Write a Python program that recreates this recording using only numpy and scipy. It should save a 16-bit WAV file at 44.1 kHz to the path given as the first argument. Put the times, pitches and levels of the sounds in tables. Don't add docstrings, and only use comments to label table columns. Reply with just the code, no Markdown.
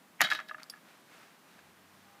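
import sys
import numpy as np
from scipy import signal
from scipy.fft import rfft, irfft, next_fast_len
from scipy.io import wavfile
from scipy.ndimage import map_coordinates

SR = 44100
rng = np.random.default_rng(int(sys.argv[2]) if len(sys.argv) > 2 else 0)


def to_wav(s):
    ch = np.atleast_2d(s).T
    pcm = np.round(np.clip(ch, -1, 1) * 32767)
    wavfile.write(sys.argv[1], SR, pcm.astype(np.int16))


N = 97020

# start in seconds, then the levels of knock, frame ring and sharp crack in dB.
LATCH_HITS = [(.2072, -14, -34.5, -32.5), (.2152, -15, -32.5, -17), (.2186, -20, -33, -30),
              (.2228, -21.5, -38, -49), (.2365, -40, -36, -38), (.2400, -38, -33, -50),
              (0.2468, -32, -33, -54), (.2712, -31.5, -57, -64), (.2885, -36, -56, -61),
              (.3017, -42, -33.5, -58), (.3098, -30.5, -46.5, -42.5), (.3147, -27.5, -40, -49),
              (.3205, -29.5, -38, -50), (0.3332, -35, -39, -45), (.3498, -32, -38, -44),
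              (.3742, -47, -51, -56), (0.3894, -36.5, -55, -66), (.4008, -35, -61, -64),
              (.4862, -55, -50.5, -54), (.5820, -48.5, -70, -70), (.5975, -49, -64.5, -68)]
# start in seconds, level in dB.
POST_THUDS = [(.207, -40), (.215, -42), (.330, -52.5), (.595, -59)]
# start in seconds, level in dB, boost or cut of the tap's low tone in dB.
LOOSE_TAPS = [(0.313, -21.5, -6), (0.3206, -20, -3.5), (0.3886, -31, 0), (0.4069, -36.5, -10),
              (0.435, -53, -5), (.4930, -36, -20), (0.509, -33.5, 4), (0.543, -33, -2), (.5810, -50.5, 8.5),
              (.6580, -55, -3), (.7230, -53, -5), (.7350, -41, -5), (0.772, -52, -2.5)]
# middle in seconds, half length in seconds, level in dB.
SCUFFS = [(0.413, 0.016, -56), (0.541, 0.0075, -58), (.603, 0.0096, -56.5), (0.625, .006, -56),
          (0.759, 0.015, -60), (1.135, .012, -62), (1.225, 0.021, -64), (1.591, 0.0063, -58)]
# start in seconds, level in dB.
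BOLT_TICKS = [(0.4831, -49), (.4895, -64), (0.601, -57), (0.6326, -36.5), (0.64, -45), (.6695, -56)]

# pitch in Hz,
# relative level in dB, fade time in seconds. A fade time (T60) is how long a sound takes to drop 60 dB.
FRAME_TONES = [(629, -23, 0.95), (1222, -10.5, 0.23), (1380, -15, 0.16), (1526, -4.5, 0.15),
               (1682, -4.5, .14), (1691, -2.5, 0.24), (1800, -6.5, .2), (1945, -5, 0.088),
               (2140, -6.5, 0.21), (2544, -10, .15), (3040, -6.5, 0.17), (3298, -5, .18), (3801, -1.5, .11),
               (3828, -1, 0.13)]
TAP_TONES = [(623, -29, 0.33), (733, -15, 0.027), (1565, -5.5, 0.026), (1703, 4.5, 0.026),
             (2000, -4.5, 0.018), (2700, -10.5, 0.023)]
TAP_LOW_TONE = (1235, 0, 0.037)
BOLT_TONES = [(3390, -18, 0.071), (4237, -33, .05), (4760, 2.5, .035), (5330, -1, 0.03), (8380, -8, 0.032),
              (10620, -9.5, .09), (12760, -24, .07), (14130, -15, .07)]

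# frequency in Hz, relative level in dB.
KNOCK_COLOUR = [(60, -56), (150, -24), (300, -16.5), (470, -23.5), (760, -3), (1000, -12), (1300, 1.5),
                (1750, 1.5), (2300, -1), (3000, -11.5), (6000, -21.5), (15000, -45)]
CRACK_COLOUR = [(100, -46), (600, -38), (2000, -12), (5500, 3.5), (7000, -1.5), (8200, -9), (10500, -4.5),
                (12600, -6), (13350, 2), (14300, -7), (14800, -18), (15400, -22)]
JANGLE_COLOUR = [(60, -55), (140, -21), (320, -13.5), (480, -17), (750, -9), (1600, -1), (2600, -5.5),
                 (3400, -2), (3900, 1.5), (5200, -3.5), (6500, -12.5), (8000, -18.5), (12000, -17),
                 (15500, -30)]
THUD_COLOUR = [(50, -29), (100, -17), (140, -1.5), (200, -4), (320, 1), (450, -18.5), (1000, -36)]
SLIDE_COLOUR = [(500, -23), (1400, -14), (2100, -3), (3000, -15), (5000, -46), (15000, -38.5)]
TICK_COLOUR = [(200, -32), (1300, 9.5), (2800, -10), (4900, 7), (7500, -13), (13000, -6), (15500, -25)]
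AIR_COLOUR = [(25, -38), (55, -18), (90, -17), (125, -8.5), (185, -1), (280, -4), (500, -10), (820, -7),
              (1750, -10.5), (3100, -17), (7000, -22), (14300, -23.5), (15500, -22)]
RUSTLE_COLOUR = [(100, -13), (400, -4), (1500, -0.5), (2500, -4), (5000, -11.5), (10000, -19), (15500, -26)]

# time in seconds, level in dB.
RUSTLE_LEVELS = [(0, -74), (.8, -70.5), (.89, -60.5), (1.05, -68), (1.14, -57.5), (1.25, -60.5),
                 (1.41, -71.5), (1.51, -62), (1.6, -63.5), (1.75, -68.5), (1.98, -64.5), (2.2, -66.5)]
# time in seconds, pitch in Hz, level in dB.
ENGINE_PATH = [(1.45, 87.5, -100), (1.6, 85.8, -78.5), (1.69, 83.65, -74), (1.76, 88.6, -79),
               (1.87, 93.7, -73), (2.0, 95.9, -73), (2.12, 97.7, -76), (2.2, 98, -90)]
# pitch in Hz, level in dB.
WHINE_TONES = [(802, -67.5), (1206, -70.5)]
# frequency in Hz, fade time in seconds.
ECHO_FADES = [(150, 0.97), (1500, .45), (5000, 0.42), (14000, 0.32)]

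KNOCK_T60, CRACK_T60, THUD_T60, TICK_T60 = 0.027, 0.013, 0.12, 0.0067
KNOCK_PUSH, CRACK_PUSH = 0.72, 0.77
FRAME_DB, FRAME_WANDER = -3.5, 7.5
JANGLE_DB, JANGLE_T60, JANGLE_TOP_HZ, JANGLE_TOP_T60 = -0.5, 0.094, 7000, 0.07
SLIDE_END_S, SLIDE_END_DB = 0.207, -35.5
SLIDE_RISE_DB, SLIDE_RISE_S = 27, 0.018
TAP_ATTACK_S, TAP_TRAVEL_S = 0.0012, 0.001942
GRAIN_DB, GRAIN_HZ = 4.5, 249.6
TICK_RING_DB = -24
PING_S, PING_DB, PING_CRACK_DB, PING_CRACK_T60 = 0.6988, -38.5, -43, 0.028
ECHO_DB, AIR_DB, ENGINE_OCTAVE_DB = -21.5, -61.5, 1.5
WHINE_START_S, WHINE_RISE_S = 2.02, 0.068
LOW_CUT_HZ, TOP_HZ = 89, 15300


def latch():
    out, t = np.zeros(N), clock()
    for start, knock_db, frame_db, crack_db in LATCH_HITS:
        add(out, start, amp(knock_db) * burst(KNOCK_COLOUR, KNOCK_T60, KNOCK_PUSH))
        add(out, start, amp(crack_db) * burst(CRACK_COLOUR, CRACK_T60, CRACK_PUSH))
        add(out, start, amp(frame_db + JANGLE_DB) * jangle())
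        add(out, start, amp(frame_db + FRAME_DB) * ring(FRAME_TONES, wander=FRAME_WANDER))
    for start, db in POST_THUDS:
        add(out, start, amp(db) * burst(THUD_COLOUR, THUD_T60))
    time_left = np.maximum(SLIDE_END_S - t, 0)
    slide_db = SLIDE_END_DB - SLIDE_RISE_DB * time_left / SLIDE_RISE_S
    return out + (t < SLIDE_END_S) * amp(slide_db) * noise(SLIDE_COLOUR)


def jangle():
    sound = burst(JANGLE_COLOUR, JANGLE_T60)
    treble = signal.sosfilt(signal.butter(1, JANGLE_TOP_HZ, "high", fs=SR, output="sos"), sound)
    return sound - treble * (1 - fade(clock(len(sound)), JANGLE_TOP_T60))


def taps():
    out = np.zeros(N)
    for start, db, low_db in LOOSE_TAPS:
        tap = ring(TAP_TONES) + amp(low_db) * ring([TAP_LOW_TONE])
        attack = 1 - np.exp(-(clock(len(tap)) / TAP_ATTACK_S) ** 2)
        add(out, start, amp(db) * tap * attack)
    return filtered(out, lambda hz: np.exp(-4j * np.pi * TAP_TRAVEL_S * np.sqrt(1000 * hz)))


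def scuffs():
    t = clock()
    roughness = map_coordinates(rng.standard_normal(N), [t * GRAIN_HZ])
    rubbing = unit(amp(GRAIN_DB * roughness) * noise(KNOCK_COLOUR))
    swells = sum(amp(db) * np.exp(-0.5 * ((t - middle) / half) ** 2) for middle, half, db in SCUFFS)
    return rubbing * swells


def bolt():
    out = np.zeros(N)
    for start, db in BOLT_TICKS:
        tick = burst(TICK_COLOUR, TICK_T60, CRACK_PUSH) + amp(TICK_RING_DB) * ring(BOLT_TONES)
        add(out, start, amp(db) * tick)
    add(out, PING_S, amp(PING_DB) * ring(BOLT_TONES))
    add(out, PING_S, amp(PING_CRACK_DB) * burst(CRACK_COLOUR, PING_CRACK_T60))
    return out


def garden_echo(sound):
    hz, t, bands = signal.stft(rng.standard_normal(SR // 2), SR, nperseg=256)
    fading_bands = bands * fade(t, value_at(ECHO_FADES, hz)[:, None])
    _, tail = signal.istft(fading_bands, SR, nperseg=256)
    return signal.fftconvolve(sound, tail / np.linalg.norm(tail))[:N]


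def outdoor_air():
    rustle_db = np.interp(clock(), *np.transpose(RUSTLE_LEVELS))
    return amp(AIR_DB) * noise(AIR_COLOUR) + amp(rustle_db) * noise(RUSTLE_COLOUR)


def engine():
    t = clock()
    times, hz, db = np.transpose(ENGINE_PATH)
    phase = 2 * np.pi * np.cumsum(np.interp(t, times, hz)) / SR
    hum = np.sin(phase) + amp(ENGINE_OCTAVE_DB) * np.sin(2 * phase)
    return np.sqrt(2) * amp(np.interp(t, times, db)) * hum


def whine():
    t = clock()
    fade_in = np.clip((t - WHINE_START_S) / WHINE_RISE_S, 0, 1)
    tones = sum(amp(db) * np.sin(2 * np.pi * hz * t) for hz, db in WHINE_TONES)
    return np.sqrt(2) * fade_in * tones


def burst(colour, t60, push=0, size=30000):
    loudness = fade(clock(size), t60)
    force = rng.standard_normal(size) * loudness
    force[0] += push * np.linalg.norm(loudness)
    sound = signal.fftconvolve(force, coloured_click(colour))[:size]
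    return unit(sound) * np.sqrt(np.mean(loudness ** 2))


def ring(tones, wander=0, size=30000):
    t = clock(size)
    out = np.zeros(size)
    for hz, db, t60 in tones:
        drift = wander * np.cumsum(rng.standard_normal(size)) / np.sqrt(SR)
        sign = rng.choice([-1, 1]) if wander else 1
        out += sign * amp(db) * fade(t, t60) * np.sin(2 * np.pi * hz * t + drift)
    return out


def coloured_click(colour, size=2048):
    gains = amp(value_at(colour, np.fft.rfftfreq(size, 1 / SR)))
    cepstrum = irfft(np.log(gains))
    cepstrum[1:size // 2] *= 2
    cepstrum[size // 2 + 1:] = 0
    return irfft(np.exp(rfft(cepstrum)))


def noise(colour):
    return unit(filtered(rng.standard_normal(N), lambda hz: amp(value_at(colour, hz))))


def filtered(sound, response):
    size = next_fast_len(len(sound) + 8192)
    hz = np.fft.rfftfreq(size, 1 / SR)
    return irfft(rfft(sound, size) * response(hz), size)[:len(sound)]


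def value_at(table, hz):
    frequencies, values = np.transpose(table)
    return np.interp(np.log(hz + 1), np.log(frequencies + 1), values)


def fade(t, t60):
    return np.exp(-np.log(1000) * t / t60)


def amp(db):
    return 10 ** (np.asarray(db) / 20)


def unit(sound):
    return sound / np.sqrt(np.mean(sound ** 2) + 1e-20)


def clock(size=N):
    return np.arange(size) / SR


def add(track, start, sound):
    part = track[int(round(start * SR)):][:len(sound)]
    part += sound[:len(part)]


def scene():
    gate = latch() + taps() + scuffs() + bolt()
    return (gate + amp(ECHO_DB) * garden_echo(gate) + outdoor_air() + engine() + whine())[None]


def record(dry):
    thin = signal.sosfilt(signal.butter(2, LOW_CUT_HZ, "high", fs=SR, output="sos"), dry)
    return np.array([filtered(ch, lambda hz: 1 / np.sqrt(1 + (hz / TOP_HZ) ** 160)) for ch in thin])


dry = scene()
out = record(dry)
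to_wav(out)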